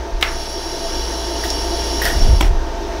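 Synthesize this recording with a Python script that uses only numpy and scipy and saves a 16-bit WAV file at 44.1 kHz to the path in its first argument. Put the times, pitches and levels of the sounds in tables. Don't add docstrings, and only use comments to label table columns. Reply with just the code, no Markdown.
import sys
import numpy as np
from scipy import signal
from scipy.fft import rfft, irfft
from scipy.io import wavfile
from scipy.ndimage import uniform_filter1d

SR = 44100
rng = np.random.default_rng(int(sys.argv[2]) if len(sys.argv) > 2 else 0)


def pcm_store(signal):
    levels = np.round(np.clip(np.atleast_2d(signal), -1, 1) * 32767)
    wavfile.write(sys.argv[1], SR, levels.astype(np.int16).T)


def boost(x):
    u = np.asarray(x, float) / 20
    return 10 ** u


N = 132300
T = np.arange(N) / SR


def evened(x):
    return x / np.sqrt(np.mean(x ** 2) + 1e-20)


def read(points, hz):
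    f, value = np.transpose(points)
    return np.interp(np.log(hz + 1), np.log(f + 1), value)


def along(rows, column):
    rows = np.array(rows, float)
    return np.interp(T, rows[:, 0], rows[:, column])


def drift(top_hz):
    rates = np.geomspace(top_hz / 20, top_hz, num=16)
    return evened(sum(np.sin(2 * np.pi * (f * T + rng.random())) / np.sqrt(f) for f in rates))


def spectral_noise(gain):
    return irfft(rfft(rng.standard_normal(N)) * gain, N)


def airflow(smooth, peaks, peaks_db, patchy_db):
    size, overlap = 1024, 768
    patches = rng.standard_normal((N // 256 + 5, size // 2 + 1))
    patches = uniform_filter1d(patches, size=10, axis=0)
    patches = evened(uniform_filter1d(patches, size=8, axis=1)).T
    hz = np.fft.rfftfreq(N, 1 / SR)
    humps = sum(boost(db + peaks_db) ** 2 / (1 + (2 * (hz - f) / w) ** 2) ** 2.2 for f, w, db in peaks)
    x = spectral_noise(np.sqrt(boost(read(smooth, hz)) ** 2 + humps))
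    z = signal.stft(x, nperseg=size, noverlap=overlap)[2]
    z = z * boost(patchy_db * patches[:, :z.shape[1]])
    return evened(signal.istft(z, nperseg=size, noverlap=overlap)[1][:N])


def causal(points):
    log_gain = np.log(boost(read(points, abs(np.fft.fftfreq(2048, 1 / SR)))))
    return np.fft.ifft(np.exp(np.conj(signal.hilbert(log_gain)))).real[:1024]


# f/Hz, t60/s
REVERBERATION = [(300, 0.2), (1000, 0.54), (2100, 0.3), (3000, 0.14), (8000, 0.38), (15000, 0.26)]


def room(length):
    hz, t, z = signal.stft(rng.standard_normal(SR // 3), SR, nperseg=256)
    decay = boost(-60 * t / read(REVERBERATION, hz)[:, None])
    tail = signal.istft(z * decay, SR, nperseg=256)[1]
    tail = tail * np.minimum(np.arange(len(tail)) / SR / (0.0009 + length), 1)
    return tail / np.linalg.norm(tail)


def knocks(rows, colour, modes, room_db):
    grit_db, first_contact, onset_s = -3, 3.6, 0.00093
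    out, t = np.zeros(N), np.arange(SR // 3) / SR
    ring = sum(boost(db - 60 * t / t60) * np.sin(2 * np.pi * hz * t) for hz, db, t60 in modes)
    crack = causal(colour)
    ring[:len(crack)] += crack
    for s, peak_db, length, bright_db in rows:
        envelope = np.exp(-(t / length) ** 2.5) * np.minimum(t / onset_s, 1)
        touch = rng.standard_normal(len(t)) * envelope
        grit = evened(uniform_filter1d(rng.standard_normal(len(t)), size=90))
        touch = touch * boost(grit_db * grit)
        touch[round(.0007 * SR)] += first_contact
        body = signal.fftconvolve(ring, causal([(3000, 0), (9000, bright_db)]))[:len(t)]
        direct_peak = abs(signal.fftconvolve(touch, body)).max()
        echo = boost(room_db) * np.linalg.norm(touch) * room(length)[:len(t)]
        part = out[round(s * SR):][:len(t)]
        part += boost(peak_db) / direct_peak * signal.fftconvolve(touch + echo, body)[:len(part)]
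    return out


# t/s, f/Hz, level/dB
HUM_CURVE = [(0.0, 58.4, -22.5), (0.09, 59.5, -38), (0.18, 57.6, -28), (0.81, 58.1, -38.5),
             (0.99, 56.8, -26), (1.13, 56.86, -28.5), (2.1, 57.14, -23.5), (2.3, 55.9, -29),
             (2.6, 56.63, -25), (2.77, 57.17, -31), (3.0, 56.2, -28.5)]


def transformer_hum():
    phase = 2 * np.pi * np.cumsum(along(HUM_CURVE, column=1)) / SR
    return np.sqrt(2) * boost(along(HUM_CURVE, column=2)) * np.sin(phase)


# f/Hz, level/dB per Hz
FAN_COLOUR = [(70, -10.5), (150, -23.5), (350, -11.5), (900, -17.5), (2000, -28.5), (5600, -30.5),
              (7500, -45), (15800, -52.5)]
# f/Hz, width/Hz, level/dB
CABINET_MODES = [(278, 29, -6.5), (343.6, 51, 3.5), (674.5, 41.5, 4.5), (913, 17, -13.5), (1566, 195, -17),
                 (1805, 65, -16.5), (5830, 1260, -23)]
# f/Hz, level/dB
BLADE_TONES = [(404.7, -36), (883.2, -36), (925.5, -36.5), (1620, -48.5), (1852, -47)]


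def fans():
    air = airflow(FAN_COLOUR, CABINET_MODES, peaks_db=-7, patchy_db=1.0)
    out = boost(-24.5 + 0.19 * drift(21)) * air
    for hz, db in BLADE_TONES:
        level = boost(db + 0.5 * drift(17.0))
        turns = np.cumsum(hz + 1.04 * drift(4.71)) / SR + rng.random()
        out += np.sqrt(2) * level * np.sin(2 * np.pi * turns)
    return out


# t/s, level/dB, buffet rate f/Hz
DRAUGHT_CURVE = [(0.0, -39, 29.9), (0.04, -61, 27.4), (0.16, -21.5, 30), (0.22, -33.5, 20),
                 (0.37, -25, 26.6), (0.59, -33.5, 29), (1.01, -25.5, 21), (1.04, -33, 29.9),
                 (1.42, -34, 24), (1.49, -31, 30.1), (2.05, -30, 26.6), (2.23, -18.5, 28.6),
                 (2.41, -18.5, 30), (2.49, -19.5, 27), (2.53, -18, 29.2), (2.57, -22, 35),
                 (2.66, -26.5, 28), (3.0, -29.5, 32.4)]


def draught():
    skirt_db = -4
    db, hz = along(DRAUGHT_CURVE, column=1), np.fft.rfftfreq(N, 1 / SR)
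    push = uniform_filter1d(boost(db - db.max()), size=6000) ** 1.19
    speed = along(DRAUGHT_CURVE, column=2) * boost(2.5 * np.tanh(drift(20)))
    lumps = np.sqrt(2) * np.sin(2 * np.pi * np.cumsum(speed) / SR) * boost(1.3 * drift(25.32))
    skirt = evened(spectral_noise((hz > 45) / (1 + (hz / 75) ** 2.97))) * boost(1.3 * drift(30))
    return boost(db) * (lumps + boost(skirt_db) * push * skirt)


# t/s, peak level/dB, swing f/Hz
GUSTS = [(.146, -13.5, 30), (2.1, -16, 35), (2.138, -12.5, 36), (2.167, -8.5, 46), (2.224, -2.5, 30.26),
         (2.266, -3.5, 22), (2.294, -7, 55.1), (2.313, -5, 54.6), (2.331, -2, 59.2), (2.349, -14, 60.2),
         (2.369, -9, 45), (2.399, -22, 39.84), (2.417, -9, 45.5), (2.436, -8.5, 40), (2.46, -8, 44.84),
         (2.487, -6, 32.08), (2.51, -8, 54.6), (2.527, -11, 50), (2.563, -9, 28.25), (2.6, -18, 35)]


def thumps():
    rise_cycles, fall_cycles = 0.27, 0.68
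    out = np.zeros(N)
    for s, db, hz in GUSTS:
        turns = (T - s) * hz
        shape = np.exp(-(turns / np.where(turns < 0, rise_cycles, fall_cycles)) ** 2)
        out += boost(db) * shape * np.cos(2 * np.pi * turns)
    return out


def roar():
    centre_hz, peak_s, width_s = 242, 2.223, 0.14
    ratio = np.fft.rfftfreq(N, 1 / SR) / centre_hz
    noise = evened(spectral_noise(ratio / (1 + ratio ** 2.28)))
    return boost(-26.5 + 1.2 * drift(28)) * np.exp(-((T - peak_s) / width_s) ** 2) * noise


PEDAL_ROOM_DB = -6

# f/Hz, level/dB
LINKAGE_COLOUR = [(400, -13), (1100, -10.5), (1500, 15.5), (1850, 13), (2400, -13), (5000, 6), (7500, -9.5),
                  (15800, -10)]
# f/Hz, level/dB, t60/s
LINKAGE_MODES = [(1513, -22, .03), (1680, -33, 0.02), (1790, -36, 0.011), (1880, -28, 0.028),
                 (1890, -23, 0.029)]
# t/s, peak level/dB, scrape length/s, brightness (tilt from 3 to 9 kHz)/dB
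LINKAGE_HITS = [
    (1.435, -16, 0.011, -2),
    (2.016, -9, 0.019, -3),
    (2.038, -19.5, 0.013, 4),
    (2.052, -6.5, 0.018, 4),
    (2.074, -15.5, 0.014, 3),
    (2.096, -15, 0.017, 0),
    (2.127, -22, 0.025, -6),
]
# f/Hz, level/dB
SCUFF_COLOUR = [(300, 0), (700, -19), (1200, -15), (3200, 8.5), (6000, -10), (8000, -12), (12000, -8),
                (15800, -19)]
# f/Hz, level/dB, t60/s
SCUFF_MODES = [(680, -23.5, 0.042), (865, -33, 0.017)]
# t/s, peak level/dB, scrape length/s, brightness/dB
SCUFF_STROKES = [
    (1.438, -19.5, 0.025, 2),
    (1.475, -24, 0.042, -3),
    (2.02, -18, 0.094, 0),
    (2.045, -13.5, 0.07, 2.5),
    (2.1, -34, 0.19, 9),
]
# f/Hz, level/dB per Hz
PAD_COLOUR = [(6000, -30), (9000, 1), (10500, -3), (11700, -3), (12700, -2), (13600, -7), (14800, 0),
              (15800, -1)]
# f/Hz, level/dB, t60/s
PAD_MODES = [(11200, -32, 0.0043)]
# t/s, peak level/dB, scrape length/s, brightness/dB
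PAD_RUBS = [
    (1.438, -20, .02, 0.0012),
    (1.462, -26, .03, 0),
    (2.051, -12, .006, 0),
    (2.058, -25, 0.034, 0),
]
# f/Hz, level/dB
SPRING_COLOUR = [(6000, -36), (9000, -6), (11000, -5), (12000, -12), (13000, 7), (13800, -6), (14800, -5),
                 (15800, -9)]
# f/Hz, level/dB, t60/s
SPRING_MODES = [(13100, -35, .004)]
# t/s, peak level/dB, scrape length/s, brightness/dB
SPRING_SQUEAKS = [
    (2.017, -17, 0.017, 0),
    (2.034, -19.5, 0.028, 0),
]


def pedal():
    rattles = knocks(LINKAGE_HITS, LINKAGE_COLOUR, LINKAGE_MODES, PEDAL_ROOM_DB)
    scuffs = knocks(SCUFF_STROKES, SCUFF_COLOUR, SCUFF_MODES, PEDAL_ROOM_DB)
    rubs = knocks(PAD_RUBS, PAD_COLOUR, PAD_MODES, PEDAL_ROOM_DB)
    squeaks = knocks(SPRING_SQUEAKS, SPRING_COLOUR, SPRING_MODES, PEDAL_ROOM_DB)
    return rattles + scuffs + rubs + squeaks


# f/Hz, level/dB
SPOT_COLOUR = [(2500, -22), (4000, -6), (5600, 7), (8000, -11), (10500, -9), (12000, -18), (15800, -24)]
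# f/Hz, level/dB, t60/s
SPOT_MODES = [(5600, -46, .01)]
# t/s, peak level/dB, length/s, brightness/dB
WELD_PULSES = [
    (1.5022, -8.5, 0.0025, -7),
    (1.505, -21, 0.0021, -3),
    (2.002, -21, 0.002, -2),
    (2.348, -31, 0.0016, -14),
]


def weld_ticks():
    return knocks(WELD_PULSES, SPOT_COLOUR, SPOT_MODES, PEDAL_ROOM_DB)


# f/Hz, level/dB per Hz
GAS_COLOUR = [(590, -59), (1000, -16), (2380, -9.5), (2930, -12), (4340, -5), (5590, 2.5), (7550, -16.5),
              (10300, -23.5), (15800, -24)]
# f/Hz, width/Hz, level/dB
NOZZLE_MODES = [(2937, 280, -7), (3366, 290, -6.5), (4022, 190, -6), (4624, 270, -5.5), (5513, 42, 7),
                (5336, 170, -6), (5600, 68, 1.5), (5730, 200, -5), (6780, 110, -10), (9350, 580, -19),
                (10130, 520, -14), (10570, 340, -14.5), (12600, 440, -23), (13200, 250, -22),
                (13900, 500, -28)]
# t/s, level/dB
GAS_FLOW = [
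    (.2, 1),
    (.6, 0.5),
    (1.5, 0.5),
    (2.2, 2),
    (2.33, 0.5),
    (2.405, 0.5),
    (2.425, -1),
    (2.5, -8),
]


def gas():
    open_s, shut_s, rise_s, fade_t60 = 0.2, 2.47, 0.04, 0.18
    rise = 1 - np.exp(-np.maximum(T - open_s, 0) / rise_s)
    flow_db = along(GAS_FLOW, column=1) - 60 * np.maximum(T - shut_s, 0) / fade_t60
    hiss = airflow(GAS_COLOUR, NOZZLE_MODES, peaks_db=8, patchy_db=1.2)
    return rise * boost(-27 + flow_db + 0.36 * drift(30.74)) * hiss


# f/Hz, level/dB per Hz
OPEN_COLOUR = [(300, -18), (750, -1), (2200, 6), (3600, 0), (5200, -10), (9000, -19), (12800, -21),
               (14600, -17)]
# f/Hz, level/dB, t60/s
OPEN_MODES = [(2200, -28, 0.017), (860, -43, 0.043), (1740, -38, 0.0097), (2860, -41, .015),
              (3600, -27, 0.0033)]
# t/s, peak level/dB, scrape length/s, brightness/dB
OPEN_HITS = [
    (.2095, -16.5, 0.015, 14),
    (.2245, -9, 0.0017, 4),
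    (.2263, 3.5, 0.0033, -3),
    (.2285, -5, 0.0045, -4),
    (.233, -15, 0.014, 6),
    (.247, -19, 0.066, -4),
]
# f/Hz, level/dB per Hz
SHUT_COLOUR = [(200, -17), (350, 3), (1000, 7), (2100, 4.5), (3300, -1.5), (5500, -8.5), (10500, -19),
               (15800, -20)]
# f/Hz, level/dB, t60/s
SHUT_MODES = [(312, -34, 0.097), (350, -29.5, 0.08), (630, -39, 0.021), (798, -29, 0.045),
              (1030, -30, 0.026), (3250, -31, 0.0054)]
# t/s, peak level/dB, scrape length/s, brightness/dB
SHUT_HITS = [
    (2.403, -23, 0.0062, 21),
    (2.408, -2, 0.0056, 4),
    (2.412, -6, 0.0079, 10),
    (2.42, -24, 0.058, 20),
    (2.424, -11.5, 0.013, -6),
    (2.445, -15.5, 0.017, -11),
    (2.465, -22, .02, 2),
]


def valve():
    opening = knocks(OPEN_HITS, OPEN_COLOUR, OPEN_MODES, room_db=-5)
    shutting = knocks(SHUT_HITS, SHUT_COLOUR, SHUT_MODES, room_db=-11.5)
    return opening + shutting


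# t/s, level/dB
RECORDER_GAIN = [
    (0, -4.5),
    (.3, -5.5),
    (1.0, -2.5),
    (2.0, -0.5),
    (2.45, -4.5),
    (3.0, -1),
]


def scene():
    mix = boost(along(RECORDER_GAIN, column=1)) * (fans() + gas()) + transformer_hum()
    mix = mix + pedal() + weld_ticks() + valve()
    lean = boost(np.array([[-.15], [.15]]))
    return mix + lean * (draught() + thumps()) + roar()


def band_limit(x):
    return signal.sosfilt(signal.butter(12, 15960, fs=SR, output="sos"), x)


def record(dry):
    vent = signal.butter(1, 8, "high", fs=SR, output="sos")
    clipped = np.clip(signal.sosfilt(vent, dry), -.95, .95)
    edge = signal.firwin(1601, 15745, window=("kaiser", 9), fs=SR)[None]
    mix = signal.oaconvolve(clipped, edge, "same")
    return band_limit(mix)


dry = scene()
out = record(dry)
pcm_store(out)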